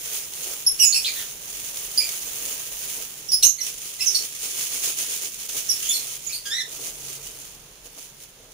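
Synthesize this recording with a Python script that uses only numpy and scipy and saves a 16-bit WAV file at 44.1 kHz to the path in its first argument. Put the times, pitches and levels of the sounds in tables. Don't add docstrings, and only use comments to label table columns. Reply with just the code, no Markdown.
import sys
import numpy as np
from scipy import signal
from scipy.fft import rfft, irfft, next_fast_len
from scipy.io import wavfile
from scipy.ndimage import uniform_filter1d

SR = 44100
rng = np.random.default_rng(int(sys.argv[2]) if len(sys.argv) > 2 else 0)


def unload_audio(sound):
    columns = np.transpose(np.atleast_2d(sound))
    steps = np.round(np.clip(columns, -1, 1) * 32767)
    wavfile.write(sys.argv[1], SR, steps.astype(np.int16))


N = 376173
TIME = np.arange(N) / SR
CUTOFF_HZ = 15550
CALL_RISE_S, CALL_FADE_S = 0.0027, 0.0052

# (frequency [Hz], gain [dB])
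BAG_TONE = [(100, -7), (250, -5), (450, -15.5), (1000, -6), (1700, -3), (2300, 3.5), (3200, 4), (5000, 4),
            (8000, 4), (12000, -2.5), (16000, -4.5)]


def seeds(stream):
    # (frequency [Hz], gain [dB])
    seed_tone = [(100, -16), (250, -10), (450, -2.5), (1000, -3.5), (1700, -1), (2300, 3.5), (3200, 4),
                 (5000, 3), (8000, 3.5), (12000, -1.5), (16000, -1)]
    flow = stream * from_db(1.5 * drift(40))
    hits = ticks(per_s=14000 * flow / flow.max(), size_db=2.5, ring_s=0.00044)
    return flow * rms_one(colour(spread(hits), seed_tone))


def bag(effort):
    crackles = ticks(per_s=1200 + 6000 * effort / effort.max(), size_db=-0.4, ring_s=0.001)
    crackles *= from_db(1.4 * drift(70))
    return effort * rms_one(colour(spread(crackles), BAG_TONE))


def snaps(decay_s=0.0036, gain_db=-11):
    # (time [s], level before gain_db [dB])
    flips = [(0.058, -21.5), (1.1383, -20), (1.57, -24), (1.7718, -18.5), (2.0902, -15), (2.4534, -17.5),
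             (3.0236, -21), (3.666, -15), (4.8368, -21), (5.3432, -23.5), (6.2402, -31)]
    out = np.zeros((2, N + SR))
    t = TIME[:SR // 50]
    for s, db in flips:
        at = int(s * SR)
        crack = np.exp(-t / decay_s) * rng.standard_normal((2, len(t)))
        out[:, at:at + len(t)] += from_db(db + gain_db) * crack
    return colour(out[:, :N], BAG_TONE)


def creases(motion, gain_db=-14.5):
    cracks = ticks(per_s=22, size_db=2.5, ring_s=0.0021)
    return from_db(gain_db) * motion * rms_one(colour(cracks, BAG_TONE))


def basin(drive):
    # (frequency [Hz], width [Hz], gain [dB])
    wall_tones = [(276, 22, -1.5), (381, 42, -0.5), (469, 51, 1.5), (659, 66, -2), (817, 140, -8),
                  (1280, 370, -10.5)]
    drumming = spread(ticks(per_s=1500, size_db=2.0, ring_s=0.00095))
    wall = np.zeros((2, N))
    for k, (hz, width, db) in enumerate(wall_tones):
        ringing = signal.lfilter(*signal.iirpeak(hz, hz / width, fs=SR), drumming)
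        wall += (-1) ** k * from_db(db) * ringing
    muffle = signal.butter(2, 1800, fs=SR, output="sos")
    return drive * rms_one(signal.sosfilt(muffle, wall))


def parrots():
    # (time [s], length [s], start pitch [Hz],
    # end pitch [Hz], level [dB], brightness [dB per octave], rasp [0-1])
    chirps = [(0.663, .013, 5340, 5385, -20, 7, .15), (0.787, 0.025, 2750, 2900, -30.5, -1, 0.94),
              (.797, 0.028, 2856, 2785, -20.5, -2, .05), (.82, 0.026, 2713, 2545, -19.5, 2.5, 0.3),
              (0.848, 0.044, 6720, 6660, -28.5, -8, .1), (0.922, 0.019, 4470, 4240, -22.5, -3, 0.53),
              (.941, .04, 2614, 2608, -25, 0, 0.61), (1.042, 0.035, 3780, 4200, -27, -20, 0.87),
              (1.06, .03, 2484, 2360, -33.5, -7, 0.8), (1.154, 0.081, 1890, 1710, -43, -7.5, 0.96),
              (1.974, 0.02, 4796, 4940, -20, -1, 0.28), (1.998, 0.054, 2370, 2290, -35.5, -3, 0.53),
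              (2.07, 0.044, 2260, 2080, -47, -5, .3), (3.286, 0.015, 5500, 5540, -32, -9, 0.23),
              (3.317, 0.032, 4970, 5135, -24, 2.5, .5), (3.424, 0.015, 4256, 4200, -20.5, 4, 0.6),
              (3.426, 0.016, 2885, 2900, -18, 4.5, 0.89), (3.441, 0.031, 6130, 6450, -20, 2.5, 0.37),
              (3.583, 0.029, 2150, 2005, -36, -1.5, 0.2), (3.607, .012, 5560, 5870, -25, -2, 0.33),
              (3.992, 0.011, 2060, 2050, -37, -3, 0.04), (4.003, 0.035, 2604, 2630, -31.5, -2.5, 0.47),
              (4.06, 0.026, 6530, 5120, -22, -5, 0.2), (4.144, 0.024, 4484, 4244, -23, 2, 0.47),
              (4.146, 0.017, 5760, 5350, -27, -13, 0.4), (5.689, 0.024, 5710, 5360, -26, 1.5, 0.32),
              (5.828, 0.083, 3076, 3235, -41, -4, 0.97), (5.888, 0.034, 3355, 3487, -29, 4, 0.07),
              (5.919, 0.018, 5600, 5400, -36, -8, .1), (5.934, 0.031, 4320, 4110, -29.5, 7, 0.25),
              (6.263, 0.015, 7150, 6630, -35, -9, 0.1), (6.293, 0.031, 2260, 2680, -45, -9, 0.4),
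              (6.32, .049, 4050, 4630, -37, 5, .55)]
    out = np.zeros(N + SR)
    calls = [long_cry()] + [(s, chirp(*row)) for s, *row in chirps]
    for s, call in calls:
        at = int(s * SR)
        out[at:at + len(call)] += call
    return out[:N]


def chirp(length, start_hz, end_hz, db, brightness_db, rasp):
    t = TIME[:SR // 10]
    along = np.minimum(t / length, 1)
    arch = 1 + 0.01757 * np.sin(np.pi * along)
    glide = (start_hz + (end_hz - start_hz) * along) * arch
    shape = np.clip(t / CALL_RISE_S, 0, 1) * np.clip((length - t) / CALL_FADE_S + .5, 0, 1)
    return from_db(db) * shape * bird_voice(glide, brightness_db, rasp)


def long_cry():
    # (time [s], pitch [Hz], level [dB], rasp [0-1])
    course = [(6.453, 1647, -38, .5), (6.479, 1604, -35.5, 0.54), (6.497, 1630, -41, 0.1),
              (6.519, 1790, -30.5, .25), (6.594, 2043, -33, 0.23), (6.612, 1767, -31, 0.12),
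              (6.622, 1696, -36, 0.2)]
    times, *columns = np.transpose(course)
    start, end = times[0], times[-1]
    t = start + TIME[:SR // 4]
    hz, db, rasp = [np.interp(t, times, column) for column in columns]
    shape = np.clip(np.minimum((t - start) / CALL_RISE_S, (end - t) / CALL_FADE_S), 0, 1)
    return start, from_db(db) * shape * bird_voice(hz, brightness_db=-5.5, rasp=rasp)


def bird_voice(glide, brightness_db, rasp):
    # (frequency [Hz], gain [dB])
    throat = [(1600, -6.5), (2200, 3), (2800, -6), (3700, 10), (5300, 3.5), (6600, 1), (8200, -5),
              (9400, -10.5), (11000, -7), (13500, -16), (16000, -21)]
    size = len(glide)
    quaver = .012 * drift(350, size)
    wobble = 0.085 * rasp * drift(1150, size)
    phase = 2 * np.pi * np.cumsum(glide * (1 + quaver + wobble)) / SR
    whistle = sum(from_db(at_hz(throat, k * glide) + brightness_db * np.log2(k)) * np.sin(k * phase)
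                  for k in range(1, int(CUTOFF_HZ / glide.min()) + 1))
    flutter = 1 + 0.78 * np.tanh(2 * rasp * drift(900, size))
    hiss_band = signal.butter(2, [2500, 8500], "band", fs=SR, output="sos")
    hiss = signal.sosfilt(hiss_band, rng.standard_normal(size))
    return rms_one(whistle * flutter) + 0.18 * rasp * rms_one(hiss)


def bumps(swell_s=0.0097):
    # (time [s], level [dB], rough pitch [Hz])
    thuds = [(.48, -54, 480), (1.969, -44.5, 350), (2.3, -55, 50), (3.446, -45, 140), (3.446, -47, 650),
             (5.551, -55, 340)]
    out = np.zeros(N + SR)
    t = TIME[:SR // 4]
    shape = t / swell_s * np.exp(1 - t / swell_s)
    for s, db, hz in thuds:
        band = signal.butter(2, [hz / 2, hz * 1.44], "band", fs=SR, output="sos")
        thud = rms_one(signal.sosfilt(band, rng.standard_normal(len(t))))
        at = int(s * SR)
        out[at:at + len(t)] += from_db(db) * shape * thud
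    return out[:N]


def street(engine_hz=137):
    # (frequency [Hz], gain [dB])
    traffic_tone = [(20, -7), (30, -5), (41, 12), (52, -6.5), (90, -3.5), (125, -1), (190, -2.5),
                    (270, -8.5), (400, -3), (700, -8.5), (1500, -11.5), (4000, -10.5), (16000, -26.5)]
    # (time [s], level [dB])
    traffic_levels = [(0, -52), (1.3, -49), (3.3, -50), (4.3, -56), (5.6, -53.5), (7.2, -50), (8.53, -53)]
    # (time [s], level [dB])
    engine_levels = [(0, -91), (3, -69), (4.2, -66), (5.5, -67.5), (6.2, -61), (6.5, -67.5), (7.15, -54.5),
                     (7.5, -66.5), (8.53, -70)]
    rumble = rms_one(colour(spread(rng.standard_normal((2, N))), traffic_tone))
    phase = 2 * np.pi * np.cumsum(engine_hz * (1 + 0.013 * drift(17))) / SR
    drone = from_db(in_time(engine_levels) + 2.0 * drift(9)) * rms_one(np.sin(phase))
    return from_db(in_time(traffic_levels)) * rumble + drone


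def swells(rows, rise_share=.48, steepness=2.2):
    power = np.zeros(N)
    for s, length, db in rows:
        near = slice(max(int((s - 2 * length) * SR), 0), int((s + 2 * length) * SR))
        t = TIME[near] - s
        away = np.abs(t) / (length * np.where(t < 0, rise_share, 1 - rise_share))
        power[near] += (from_db(db) * np.exp(-away ** steepness)) ** 2
    return np.sqrt(power)


def ticks(per_s, size_db, ring_s):
    chance = np.clip(per_s / SR, 1e-4, 1)
    sizes = from_db(size_db * np.minimum(rng.exponential(1, N), 5))
    energy = (rng.random(N) < chance) * sizes ** 2 / chance
    fading = signal.lfilter([1], [1, -np.exp(-2 / (ring_s * SR))], energy + 1e-18)
    return rms_one(np.sqrt(fading) * rng.standard_normal((2, N)))


def echoes(x, fade_s, gap_s):
    t = TIME[:SR // 2]
    tail = rng.standard_normal((2, len(t))) * from_db(-60 * t / fade_s) * (t >= gap_s)
    tail /= np.sqrt(np.sum(tail ** 2, axis=1, keepdims=True) + 1e-20)
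    return signal.oaconvolve(np.atleast_2d(x), tail, axes=1)[:, :N]


def spread(pair):
    # (frequency [Hz], likeness [0-1])
    likeness = [(40, 1), (130, 0.89), (300, 0.87), (640, 0.48), (1200, 0.23), (3000, 0.13), (7000, 0.069),
                (16000, 0.057)]
    size = next_fast_len(N)
    mid, side = rfft(pair, size)
    alike = np.clip(at_hz(likeness, np.fft.rfftfreq(size, 1 / SR)), -.99, .99)
    shared = np.sqrt((1 + alike) / 2) * mid
    opposite = np.sqrt((1 - alike) / 2) * side * [[1], [-1]]
    return irfft(shared + opposite, size)[:, :N]


def colour(x, points, size=4096):
    gains = from_db(at_hz(points, np.fft.rfftfreq(size, 1 / SR)))
    folded = irfft(np.log(gains))
    folded[1:size // 2] *= 2
    folded[size // 2 + 1:] = 0
    response = irfft(np.exp(rfft(folded)))
    return signal.oaconvolve(np.atleast_2d(x), response[None], axes=1)[:, :N]


def drift(rate, size=N):
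    knots = rng.standard_normal(size // 8 + 4)
    return np.interp(np.arange(size) / SR * rate, np.arange(len(knots)), knots)


def from_db(db):
    return 10 ** (np.asarray(db) / 20)


def rms_one(x):
    return x / np.sqrt(np.mean(x ** 2) + 1e-20)


def in_time(rows):
    return np.interp(TIME, *np.transpose(rows))


def at_hz(points, hz):
    freqs, values = np.transpose(points)
    return np.interp(np.log(hz + 1e-3), np.log(freqs), values)


def gain_control(x, ceiling_db=-8.0, recovery_db_per_s=4.0):
    power = uniform_filter1d(np.mean(x ** 2, axis=0), size=600)
    level_db = 10 * np.log10(np.abs(power) + 1e-12)
    excess_db = np.maximum(level_db - ceiling_db, 0)
    recovery_db = recovery_db_per_s * TIME
    held_db = np.maximum.accumulate(excess_db + recovery_db) - recovery_db
    return x * from_db(-held_db)


def scene():
    # (time [s], level [dB])
    pour = [(0, -41), (.16, -35), (.28, -42), (.4, -37), (.5, -37.5), (.66, -43.5), (1.2, -38.5),
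            (1.39, -45.5), (1.49, -40), (1.7, -40.5), (1.87, -39), (1.94, -41.5), (2.06, -35),
            (2.22, -39.5), (2.48, -35.5), (2.68, -40), (2.9, -37.5), (3.25, -47.5), (3.8, -62)]
    # (time of peak [s], length [s], level [dB])
    squeezes = [(3.67, 0.14, -35.5), (3.85, 0.22, -39.5), (4.04, 0.11, -37), (4.13, 0.14, -37),
                (4.23, 0.069, -34.5), (4.46, 0.13, -35.5), (4.61, 0.16, -33.5), (4.745, 0.12, -33.5),
                (4.868, 0.12, -30), (5.007, 0.079, -32), (5.12, 0.19, -35), (5.245, 0.083, -34),
                (5.43, 0.1, -40.5), (5.497, .018, -32), (5.57, 0.12, -33.5), (5.72, 0.2, -37),
                (5.86, 0.16, -36.5), (5.98, 0.3, -36), (6.125, 0.097, -40.5), (6.3, 0.22, -41.5),
                (6.48, 0.082, -41), (6.73, 0.13, -42), (6.85, 0.13, -38), (7.1, 0.18, -41.5),
                (7.27, .1, -42.5), (7.41, 0.28, -47.5), (7.86, .04, -48), (8.01, 0.18, -48.5),
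                (8.22, 0.073, -49), (8.52, 0.018, -51)]
    # (time [s], level [dB])
    rustle = [(0, -74), (3.5, -50.5), (4.4, -40), (5.3, -43.5), (6, -48), (6.22, -67), (7, -44.5),
              (7.75, -63.5), (8.53, -69)]
    # (time of peak [s], length [s], level [dB])
    rubs_and_thump = [(.5, 0.1, -44.5), (2.43, 0.38, -51.5), (3, 0.085, -47.5), (3.46, 0.053, -44),
                      (5.56, 0.037, -44), (6.53, .1, -57.5), (6.8, 0.31, -49.5), (7.1, 0.85, -52.5),
                      (7.86, 0.048, -51), (7.98, .04, -48.5), (8.46, 0.21, -56)]
    stream = from_db(in_time(pour))
    effort = np.hypot(swells(squeezes), from_db(in_time(rustle)))
    motion = np.hypot(stream, effort)
    murmur_level = np.hypot(from_db(-16.5) * motion, swells(rubs_and_thump))
    near = seeds(stream) + bag(effort) + snaps() + creases(motion)
    near = near + from_db(-7.5) * echoes(near, fade_s=0.15, gap_s=0.0019)
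    calls = parrots()
    calls = calls + from_db(2.46) * echoes(calls, fade_s=0.22, gap_s=0.0023)
    return near + calls + basin(murmur_level) + bumps() + street()


def record(dry):
    # (frequency [Hz], gain [dB])
    left_opening = [(400, -1), (3000, 0.5), (4600, -1), (5800, -5), (6400, -11), (7200, -7), (8200, 3.5),
                    (9200, 13), (10700, 13), (12000, 8), (13500, 4), (14400, -19), (15300, -24)]
    # (frequency [Hz], gain [dB])
    right_opening = [(400, 0), (2000, 0), (3100, 5.5), (4000, 2), (5000, 5), (6750, 14), (8000, 3),
                     (9000, -4), (9700, -5), (10600, -4), (12000, 6), (13300, 9), (14700, 16),
                     (15500, 15.5)]
    coloured = np.vstack([colour(dry[0], left_opening), colour(dry[1], right_opening)])
    rounded = .8 * np.tanh(gain_control(coloured) / .8)
    treble_cut = signal.ellip(12, .1, 80, CUTOFF_HZ, fs=SR, output="sos")
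    return signal.sosfilt(treble_cut, rounded)


dry = scene()
out = record(dry)
unload_audio(out)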